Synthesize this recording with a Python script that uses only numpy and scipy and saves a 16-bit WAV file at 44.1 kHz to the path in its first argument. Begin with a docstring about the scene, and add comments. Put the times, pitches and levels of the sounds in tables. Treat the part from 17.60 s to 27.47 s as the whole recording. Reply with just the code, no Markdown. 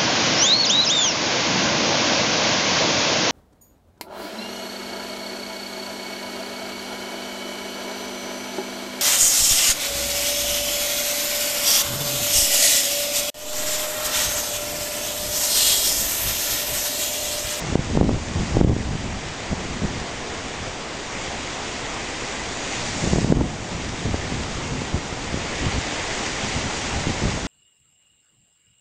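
"""Surf washes a rocky shore in slow swells, heard from the cliff above through one small microphone.
Down among the rocks, clouds of large bubbles roar while the foam's small ones hiss and fizz.
Up here, gusts buffet the microphone with rumble and their eddies strike it in sharp bumps.
Under the hardest of them the recorder's limiter ducks everything, the sea included."""
import sys
import numpy as np
from scipy import signal
from scipy.fft import rfft, irfft, next_fast_len
from scipy.io import wavfile
from scipy.ndimage import uniform_filter1d, map_coordinates

SR = 44100
rng = np.random.default_rng(int(sys.argv[2]) if len(sys.argv) > 2 else 0)


def digitize_waveform(pressure):
    """Quantize a signal to 16-bit integers and store it at the path in sys.argv[1].

    Rows of a 2-D input are taken as channels; values are limited to [-1, 1].
    """
    field = np.atleast_2d(pressure).T
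    bounded = np.clip(field, -1, 1)
    quanta = np.round(bounded * 32767).astype(np.int16)
    wavfile.write(sys.argv[1], SR, quanta)


N = 435266
TIME = np.arange(N) / SR


def gain_of(db):
    """Decibels to amplitude."""
    return 10 ** (np.asarray(db) / 20)


def unit_rms(x):
    """Scales to an rms of 1."""
    return x / np.sqrt(np.mean(x ** 2) + 1e-20)


def follow(curve):
    """A table of times and levels, read at every sample."""
    return np.interp(TIME, *np.transpose(curve))


def coloured(x, spectrum):
    """Gives x a spectrum drawn on a log-frequency axis, at rms 1."""
    hz, db = np.transpose(spectrum)
    size = next_fast_len(N)
    bin_hz = np.fft.rfftfreq(size, 1 / SR)
    bin_db = np.interp(np.log(bin_hz + 1), np.log(hz + 1), db)
    return unit_rms(irfft(rfft(x, size) * gain_of(bin_db), size)[:N])


def wander(per_s):
    """A smooth drift of rms 1 through per_s random values a second."""
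    steps = rng.standard_normal(N // 16)
    return unit_rms(map_coordinates(steps, [TIME * per_s], order=2, mode="wrap"))


def add(mix, start_s, sound):
    """Mixes a sound in at start_s."""
    part = mix[max(round(start_s * SR), 0):][:len(sound)]
    part += sound[:len(part)]


def splashes(x, spread_db, frames, bins):
    """Many separate splashes: the level varies in patches of time and frequency."""
    spectra = signal.stft(x, nperseg=512, noverlap=384)[2]
    patches = uniform_filter1d(rng.standard_normal(spectra.shape), frames, axis=1)
    patches = unit_rms(uniform_filter1d(patches, bins, axis=0))
    return signal.istft(spectra * gain_of(spread_db * patches), nperseg=512, noverlap=384)[1][:N]


# Churning water at the foot of the cliff: (frequency [Hz], relative level [dB])
ROAR_SPECTRUM = [(15, 0.5), (60, -2), (170, -1.5), (300, 0.5), (420, -.5), (580, -2), (760, -1), (1000, -4),
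                 (1400, -8), (2200, -17), (5000, -56.5)]

def roar(swell_db):
    """Clouds of large bubbles churn between the rocks, following the swell less steeply than the foam."""
    level_db = -33 + 0.54 * (swell_db + 34)
    churn = splashes(rng.standard_normal(N), spread_db=1.0, frames=20, bins=2)
    return gain_of(level_db + 0.32 * wander(per_s=14)) * coloured(churn, ROAR_SPECTRUM)


# Foam on the shore, heard from the cliff top: (frequency [Hz], relative level [dB])
FOAM_SPECTRUM = [(400, -23), (1400, -7.5), (1950, 0), (2650, -3), (3600, -4.5), (4300, -7.5), (4850, -5),
                 (5250, -8), (5700, -5.5), (6300, -6.5), (6950, -5.5), (8050, -13), (9050, -21.5),
                 (10250, -47.5)]
# Spray thrown up by waves breaking below: (time [s], treble gain [dB])
SPRAY_TREBLE = [(0, 0.3), (1.2, -0.1), (1.8, -1.4), (4.3, -1.4), (5.15, 1), (5.5, 4), (5.95, -0.2),
                (7, -0.9), (7.55, -1.5), (8.35, -2.7), (8.6, -0.8), (9.86, -.6)]

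def foam(swell_db):
    """Countless small bubbles hiss, with nearer droplets ticking through; spray adds treble."""
    drops_per_s = 1500
    drops = (rng.random(N) < drops_per_s / SR) * np.clip(rng.standard_normal(N), -2, 2)
    drops *= gain_of(6.2 * np.minimum(rng.exponential(1, N), 4))  # a few stand out
    fizz = rng.standard_normal(N) + gain_of(-11) * unit_rms(drops)
    hiss = coloured(splashes(fizz, spread_db=0.61, frames=20, bins=10), FOAM_SPECTRUM)
    treble = signal.sosfiltfilt(signal.butter(2, 4400, "highpass", fs=SR, output="sos"), hiss)
    spray = (gain_of(follow(SPRAY_TREBLE)) - 1) * treble
    return gain_of(swell_db + 0.35 * wander(per_s=18)) * (hiss + spray)


# The sea rising and falling back, well below the microphone: (time [s], foam level [dB])
SEA_SWELL = [(0, -33), (.5, -35), (.9, -32.5), (1.3, -34), (2.8, -33.5), (3.28, -35), (3.62, -32.5),
             (4.25, -32), (4.95, -32.5), (5.15, -30), (5.65, -33), (5.95, -34), (6.35, -33), (6.95, -33),
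             (7.42, -34.5), (7.7, -32.5), (8.13, -29), (9.2, -29), (9.86, -32)]

def surf():
    """Each slow swell lifts the roar and the foam together."""
    swell_db = follow(SEA_SWELL)
    return roar(swell_db) + foam(swell_db)


# Light air on the cliff top between gusts: (time [s], strength [dB])
CLIFF_BREEZE = [(0, -37), (.65, -30.5), (1.25, -23), (1.5, -29.5), (1.82, -43), (1.97, -32), (2.38, -31),
                (2.53, -46), (3.05, -36.5), (3.15, -51.5), (5.15, -44), (5.35, -31), (6.05, -31.5),
                (6.6, -28.5), (7.6, -36), (8.1, -37), (8.35, -42), (8.8, -42), (9.5, -33.5), (9.86, -27.5)]
# Gusts across the microphone: (middle time [s], length [s], strength [dB])
CLIFF_GUSTS = [(0.13, 0.3, -26.5), (0.438, 0.23, -17.5), (0.792, 0.072, -23), (0.982, 0.065, -18.5),
               (1.07, .11, -10), (1.925, 0.032, -21.5), (2.238, 0.036, -19.5), (2.366, 0.13, -28.5),
               (5.59, 0.24, -22), (5.775, 0.14, -13.5), (6.157, 0.062, -30), (6.49, 0.083, -29),
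               (7.148, 0.11, -26), (7.354, .055, -25.5), (7.747, 0.11, -29.5), (8.053, 0.063, -23),
               (8.167, .05, -23), (8.858, 0.055, -28.5), (8.973, 0.034, -23.5), (9.058, 0.04, -27.5),
               (9.353, 0.097, -27), (9.485, 0.04, -26), (9.656, 0.075, -22.5)]

def wind_strength():
    """Each gust swells, holds and dies away on top of the breeze; the sum in dB."""
    squareness = 3.4  # 2 is a bell; higher holds longer and dies faster
    power = gain_of(follow(CLIFF_BREEZE)) ** 2
    for middle_s, length_s, db in CLIFF_GUSTS:
        from_middle = np.minimum(abs(2 * (TIME - middle_s) / length_s), 10)
        power += gain_of(db) ** 2 * np.exp(-from_middle ** squareness)
    return 10 * np.log10(power)


# Low buffeting right on the microphone: (frequency [Hz], relative level [dB])
RUMBLE_SPECTRUM = [(8, -13.5), (30, -3), (65, 1), (140, -2.5), (260, -7.5), (400, -23.5), (700, -27.5),
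                   (1400, -41), (3000, -78)]
# Small, fast eddies on the microphone: (frequency [Hz], relative level [dB])
FLUTTER_SPECTRUM = [(40, -16), (150, 6.5), (260, 1), (450, -7), (750, -14), (1050, -19), (1500, -40),
                    (3000, -66)]
# Size of the passing eddies, heard as the weight of their deepest rumble: (time [s], bass gain [dB])
EDDY_DEPTH = [(0, -3), (.45, 0.5), (1.1, 1.5), (2.3, -1.5), (4, 6), (5.75, -4), (6.6, 0.5), (7.4, -2),
              (8.3, 3), (9.8, -1)]

def wind(strength_db):
    """Turbulence comes in puffs; the stronger the gust, the more small, fast eddies it sheds."""
    depth_db = follow(EDDY_DEPTH)
    rumble = unit_rms(np.tanh(0.6 * coloured(rng.standard_normal(N), RUMBLE_SPECTRUM)))
    bass = signal.sosfiltfilt(signal.butter(2, 170, fs=SR, output="sos"), rumble)
    rumble += (gain_of(depth_db) - 1) * bass
    lumps = gain_of(4.5 * np.tanh(wander(per_s=110)))
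    flutter = coloured(rng.standard_normal(N) * lumps, FLUTTER_SPECTRUM)
    flutter_db = np.minimum(-6.5 + 0.61 * (strength_db + 26), -4.5) - 0.48 * depth_db
    # light air arrives in separate puffs, a hard gust blows without a break
    swing_db = np.interp(strength_db, [-28, -17], [4.5, 1.0])
    puffs = gain_of(swing_db * np.tanh(wander(per_s=42)) - 1.5)
    return gain_of(strength_db) * puffs * (rumble + gain_of(flutter_db) * flutter)


def eddy(peak_db, hz):
    """One quick suck of pressure and a slower rebound."""
    rebound_db, rebound_stretch = 0.5, 1.72
    phase = 4 * np.pi * hz * np.arange(SR // 25) / SR
    phase = np.minimum(phase, 5 + (phase - 5) / rebound_stretch)  # the rebound starts at 5
    pulse = phase ** 4 * (5 - phase) * np.exp(-phase)
    pulse[pulse < 0] *= gain_of(rebound_db)
    return -gain_of(peak_db) * pulse / pulse.max()


# Single eddies hitting the microphone: (time [s], peak before its cover [dB], centre frequency [Hz])
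LARGE_EDDIES = [(0.1557, -0.5, 278), (0.193, -6, 177), (0.353, -7, 292), (0.374, -1, 404),
                (0.4123, 3.5, 294), (0.43, -2, 330), (0.4478, -5, 223), (0.4935, 0, 342), (0.81, -11, 199),
                (0.97, 1, 260), (1.0128, 5, 277), (1.0475, 5.5, 200), (1.0732, -6, 230), (1.0968, 0, 140),
                (1.1323, -7, 140), (1.1657, -5.5, 253), (1.3546, -10.5, 172), (1.9304, -10, 305),
                (2.237, -13.5, 150), (3.073, -21, 228), (5.4409, -11.5, 234), (5.474, -11.5, 195),
                (5.5338, -6.5, 400), (5.5598, -5, 370), (5.585, -5, 332), (5.646, -6, 297),
                (5.7245, 5, 312), (5.772, -2, 160), (5.8102, -4.5, 370), (6.4575, -12.5, 218),
                (6.5435, -8, 372), (6.7232, -15, 201), (7.219, -16, 357), (7.344, -14.5, 243),
                (7.5264, -15.5, 228), (7.7432, -10.5, 301), (7.775, -16, 260), (8.0675, -13, 142),
                (9.4705, -10.5, 201), (9.4956, -12, 263), (9.6548, -10.5, 200), (9.693, -15, 231)]

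def bumps(strength_db):
    """Large eddies and a patter of small ones strike the microphone, muffled by its cover."""
    strikes = np.zeros(N)
    for peak_s, peak_db, hz in LARGE_EDDIES:
        pulse = eddy(peak_db, hz)
        add(strikes, peak_s - np.argmin(pulse) / SR, pulse)
    # small eddies come at random, sized by the wind of the moment
    eddies_per_s, centre_hz, spread_octaves = 22, 237, 0.34
    over_wind_db, spread_db, ceiling_db = 6.0, 3.0, -8.5
    starts = np.flatnonzero(rng.random(N) < eddies_per_s / SR)
    for at, (size, speed, side) in zip(starts, rng.standard_normal((len(starts), 3))):
        peak_db = min(strength_db[at] + over_wind_db + spread_db * size, ceiling_db)
        hz = centre_hz * 2 ** (spread_octaves * speed)
        add(strikes, at / SR, np.sign(side) * eddy(peak_db, hz))
    return signal.sosfiltfilt(signal.butter(1, 1500, fs=SR, output="sos"), strikes)


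def scene():
    """The sea below and the wind right at the microphone, in mono."""
    strength_db = wind_strength()
    return (surf() + wind(strength_db) + bumps(strength_db))[None]


def held(over_db, release_s):
    """The limiter's release: each peak is caught and dies away exponentially."""
    fall = TIME / release_s
    return np.exp(np.maximum.accumulate(np.log(over_db + 1e-6) + fall) - fall)


def record(dry):
    """The recorder's limiter lets go in a quick and a slow stage; soft overload and a treble cut follow."""
    threshold_db, attack_s, ceiling, cutoff_hz = -10.0, 0.003, 0.92, 10200
    level_db = 20 * np.log10(uniform_filter1d(abs(dry[0]), size=40) + 1e-6)
    over_db = np.maximum(level_db - threshold_db, 0)
    duck_db = 0.6 * held(over_db, release_s=0.028) + 0.31 * held(over_db, release_s=0.54)
    pole = np.exp(-1 / (attack_s * SR))  # the attack lets the front of a bump through
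    ducked = dry * gain_of(-signal.lfilter([1 - pole], [1, -pole], duck_db))
    rounded = ducked / (1 + (ducked / ceiling) ** 6) ** (1 / 6)
    lowpass = signal.firwin(511, cutoff_hz, window=("kaiser", 9), fs=SR)
    return signal.oaconvolve(rounded, lowpass[None], "same")


dry = scene()
out = record(dry)
digitize_waveform(out)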